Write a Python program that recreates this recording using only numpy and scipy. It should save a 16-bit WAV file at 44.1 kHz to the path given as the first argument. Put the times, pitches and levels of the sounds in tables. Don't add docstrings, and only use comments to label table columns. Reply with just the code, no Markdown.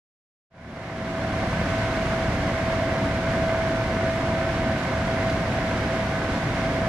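import sys
import numpy as np
from scipy import signal
from scipy.fft import rfft, irfft, next_fast_len
from scipy.io import wavfile
from scipy.ndimage import uniform_filter1d

SR = 44100
rng = np.random.default_rng(int(sys.argv[2]) if len(sys.argv) > 2 else 0)


def dump(signal):
    limited = np.clip(np.atleast_2d(signal).T, -1, 1)
    pcm = np.round(limited * 32767).astype(np.int16)
    wavfile.write(sys.argv[1], SR, pcm)


N = 303716
T = np.arange(N) / SR
CYLINDERS = 6
BLOWER_HZ, WHINE_ORDER, GEAR_HZ, FAN_HZ = 109.03, 6, 1521.5, 174.6
FADE_START_S, FADE_END_S, LEFT_LAG_S = 0.5, 1.51, 0.00004

# (firing rate [Hz], relative level [dB])
DIESELS = [(31.6, -1.5), (47.6, -2)]
# (frequency [Hz], relative density [dB])
EXHAUST_SPECTRUM = [(16, -30), (26, -10), (45, -6), (80, -0.5), (170, 0), (280, -1.5), (380, -6.5),
                    (425, -14), (520, -14.5), (900, -54)]
# (frequency [Hz], relative density [dB])
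BLOCK_SPECTRUM = [(300, -24), (440, -6.5), (510, 1.1), (700, 4), (790, -0.5), (850, -4), (1020, -2),
                  (1280, -6.5), (1580, -3), (1880, -8), (2170, -6), (2480, -18), (4000, -22.5),
                  (9000, -50.5)]
# (frequency [Hz], rms level [dB])
ENGINE_DRONES = [(31.6, -50.5), (47.6, -42.5), (73.4, -41), (93, -49.5), (129, -45), (146.7, -42.5),
                 (199.5, -47.5), (234, -47), (252, -47), (269, -47), (291, -45.5), (355, -52), (377.5, -50),
                 (991, -52.5), (1054, -55.5), (1085, -54.5), (1144, -57.5), (1466, -57.5), (1667, -56.5),
                 (1813, -59)]
# (order [1], rms level [dB])
BLOWER_HARMONICS = [(1, -36.5), (2, -42.5), (7, -46.5), (11, -53)]
# (time [s], rms level [dB])
WHINE_ENVELOPE = [(0.85, -36), (1.1, -31), (1.45, -33), (1.56, -38), (1.73, -30.7), (1.95, -31),
                  (2.2, -29.3), (2.38, -34), (2.55, -31), (2.78, -28.2), (3.2, -32.5), (3.35, -27.6),
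                  (3.7, -27.3), (3.92, -33), (4.08, -29.5), (4.2, -30), (4.35, -26.8), (4.52, -33.5),
                  (4.68, -30), (4.85, -37.5), (5.02, -30), (5.32, -27.8), (5.52, -34.5), (5.8, -35),
                  (5.95, -31), (6.13, -34.5), (6.25, -32), (6.45, -39.5), (6.66, -29), (6.89, -30.8)]
# (time [s], rms level [dB])
GEAR_ENVELOPE = [(1.2, -49), (1.42, -44), (1.56, -45.5), (1.82, -39.5), (2.25, -52), (2.55, -53),
                 (2.76, -46.5), (3.0, -51), (3.28, -43), (3.48, -39.3), (3.61, -47), (3.8, -40.8),
                 (4.1, -51), (4.43, -41), (4.58, -45.5), (4.75, -41.5), (5.0, -50), (5.35, -52),
                 (5.57, -44.5), (5.85, -53), (6.13, -42), (6.35, -41.7), (6.65, -52)]
# (frequency [Hz], rms level [dB])
GEAR_RING = [(1754, -58), (2035, -58), (2087, -60), (2176, -57.5), (2250, -61.5), (2362, -62)]
# (frequency [Hz], relative density [dB])
HISS_SPECTRUM = [(400, -3.5), (1500, 6.5), (2900, -0.5), (3600, -4.5), (5000, -7.5), (5900, -9.5),
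                 (7000, -14.5), (9000, -21), (11600, -24), (12500, -46)]
# (time [s], relative level [dB])
HISS_ENVELOPE = [(1.0, -0.5), (1.8, 1), (3.2, 0), (4.4, -0.7), (5.2, 0.6), (6.8, 0.4)]
# (order [1], rms level [dB])
FAN_HARMONICS = [(1, -42.5), (2, -50.5), (3, -50)]
# (time [s], onset level before the echo [dB], centre frequency [Hz])
GRIT_IMPACTS = [(1.696, -49, 4040), (1.965, -43, 4500), (2.799, -50, 4200), (5.05, -44, 4200),
                (5.298, -38.5, 4500)]
# (frequency [Hz], relative density [dB])
SPATTER_SPECTRUM = [(3000, -14), (6500, 0), (11000, -5), (12500, -16)]
# (frequency [Hz], side gain [dB])
STEREO_WIDTH = [(200, -39), (350, -52), (640, -15), (850, -9.5), (1300, -8), (2100, -1), (3800, -1.5),
                (7000, 0)]
# (frequency [Hz], left minus right [dB])
MIC_BALANCE = [(450, 1.5), (640, -1.2), (1200, -0.9), (2900, -4), (5000, -1.5), (8000, -3.5), (12000, -2)]
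# (frequency [Hz], side gain [dB])
MIC_WIDTH = [(200, -40), (350, -10), (550, 0)]


def diesel(hz, uneven_db=1.0, jitter_db=2.0, puff_s=0.0089, knock_s=0.0047, repeat_share=0.25):
    count = turns(hz, wander=0.0012)
    firing = count.astype(int)
    since_firing = count % 1 / hz
    cylinder_db = uneven_db * rng.standard_normal(CYLINDERS)[firing % CYLINDERS]
    firing_db = jitter_db * rng.standard_normal(firing.max() + 1)[firing]
    cycle_sample = (count % CYLINDERS / hz * SR).astype(int)
    rattle = np.sqrt(repeat_share) * rng.standard_normal(SR)[cycle_sample]
    gas = np.sqrt(1 - repeat_share) * rng.standard_normal(N)
    burst = undb(cylinder_db + firing_db) * (rattle + gas)
    return burst * np.exp(-since_firing / puff_s), burst * np.exp(-since_firing / knock_s)


def engines():
    boom, clatter = 0, 0
    for hz, db in DIESELS:
        puffs, knocks = diesel(hz)
        boom += level(underpass(puffs, t60=1.33, direct_db=-7), db)
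        clatter += level(underpass(knocks, t60=0.84, direct_db=-4), db)
    boom = level(boom, 0) + level(roar(churn_hz=14), 1.5)
    clatter = level(clatter, 0) + level(roar(churn_hz=40), 0.5)
    exhaust = level(colour(boom, EXHAUST_SPECTRUM), -29.5)
    block = level(colour(clatter, BLOCK_SPECTRUM), -31)
    drones = sum(tone(turns(hz, wander=0.00306), db, scatter=0.52, drift_hz=5)
                 for hz, db in ENGINE_DRONES)
    return exhaust + block + drones


def blower():
    lobes = turns(BLOWER_HZ, wander=0.00015)
    hum = sum(tone(order * lobes, db, scatter=0.2, drift_hz=8) for order, db in BLOWER_HARMONICS)
    whine = tone(WHINE_ORDER * lobes, curve(WHINE_ENVELOPE), scatter=0.076, drift_hz=30)
    return hum + whine


def gears():
    whine = tone(turns(GEAR_HZ, wander=0.0005), curve(GEAR_ENVELOPE), scatter=0.11, drift_hz=13)
    ring = sum(tone(turns(hz, wander=0.001), db, scatter=0.43, drift_hz=5) for hz, db in GEAR_RING)
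    return whine + ring


def suction():
    flutter_db = 0.27 * walk(9.8) + 0.48 * walk(60)
    rush = rng.standard_normal((2, N)) * undb(curve(HISS_ENVELOPE) + flutter_db)
    return level(colour(rush, HISS_SPECTRUM), -38)


def fan():
    blades = turns(FAN_HZ, wander=0.001106)
    return sum(tone(order * blades, db, scatter=0.29, drift_hz=4.01) for order, db in FAN_HARMONICS)


def grit(decay_s=0.0073):
    ticks = np.zeros(N)
    for onset, db, hz in GRIT_IMPACTS:
        band = [(hz / 3, -8), (hz, 0), (hz * 2, -18)]
        noise = level(colour(rng.standard_normal((1, N)), band), db)[0]
        ticks += noise * (T > onset) * np.exp(-np.abs(T - onset) / decay_s)
    return underpass(ticks, t60=0.65, direct_db=3.5)


def spatter(drops_per_s=70, spread_db=3):
    strength = undb(spread_db * np.minimum(rng.exponential(size=N), 4))
    drops = (rng.random(N) < drops_per_s / SR) * strength
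    echoing = underpass(drops, t60=0.5, direct_db=0)
    return level(colour(echoing, SPATTER_SPECTRUM), -69)


def roar(churn_hz):
    return rng.standard_normal((2, N)) * undb(0.68 * walk(churn_hz))


def underpass(x, t60, direct_db):
    response = rng.standard_normal((2, SR)) * np.exp(-np.log(1000) * T[:SR] / t60)
    response /= np.sqrt(np.sum(response ** 2, axis=1, keepdims=True))
    response[:, 0] += undb(direct_db)
    return signal.fftconvolve(response, x[None], axes=1)[:, :N]


def tone(cycles, db, scatter, drift_hz):
    reflections = scatter * np.array([walk(drift_hz) + 1j * walk(drift_hz) for _ in range(2)])
    return np.sqrt(2) * undb(db) * np.real((1 + reflections) * np.exp(2j * np.pi * cycles))


def turns(hz, wander):
    return rng.random() + np.cumsum(hz * (1 + wander * walk(3))) / SR


def walk(rate_hz):
    hold = int(SR / rate_hz)
    steps = np.repeat(rng.standard_normal(N // hold + 1), hold)
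    smooth = uniform_filter1d(uniform_filter1d(steps, hold), hold)[:N]
    return smooth / smooth.std()


def colour(x, points, power=1):
    size = next_fast_len(N + 8192)
    hz, db = np.transpose(points)
    bin_hz = np.arange(size // 2 + 1) * SR / size
    gain = undb(np.interp(np.log(bin_hz + 1), np.log(hz), db))
    return irfft(rfft(x, size) * gain ** power, size)[..., :N]


def narrow(pair, points):
    mid = (pair[0] + pair[1]) / 2
    side = colour((pair[0] - pair[1]) / 2, points)
    return np.array([mid + side, mid - side])


def curve(points):
    return np.interp(T, *np.transpose(points))


def level(x, db):
    return x * undb(db) / x.mean(axis=0).std()


def undb(db):
    return 10 ** (np.asarray(db) / 20)


def scene():
    return narrow(engines() + blower() + gears() + suction() + fan() + grit() + spatter(), STEREO_WIDTH)


def record(dry):
    bin_hz = np.arange(N // 2 + 1) * SR / N
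    delay = np.exp(-2j * np.pi * bin_hz * LEFT_LAG_S)
    left = colour(dry[0], MIC_BALANCE, power=1 / 2)
    left = irfft(rfft(left) * delay, N)
    right = colour(dry[1], MIC_BALANCE, power=-1 / 2)
    fade = np.clip((T - FADE_START_S) / (FADE_END_S - FADE_START_S), 0, 1)
    top_cut = signal.ellip(10, 0.2, 80, 12700, fs=SR, output="sos")
    return signal.sosfilt(top_cut, fade * narrow([left, right], MIC_WIDTH))


dry = scene()
out = record(dry)
dump(out)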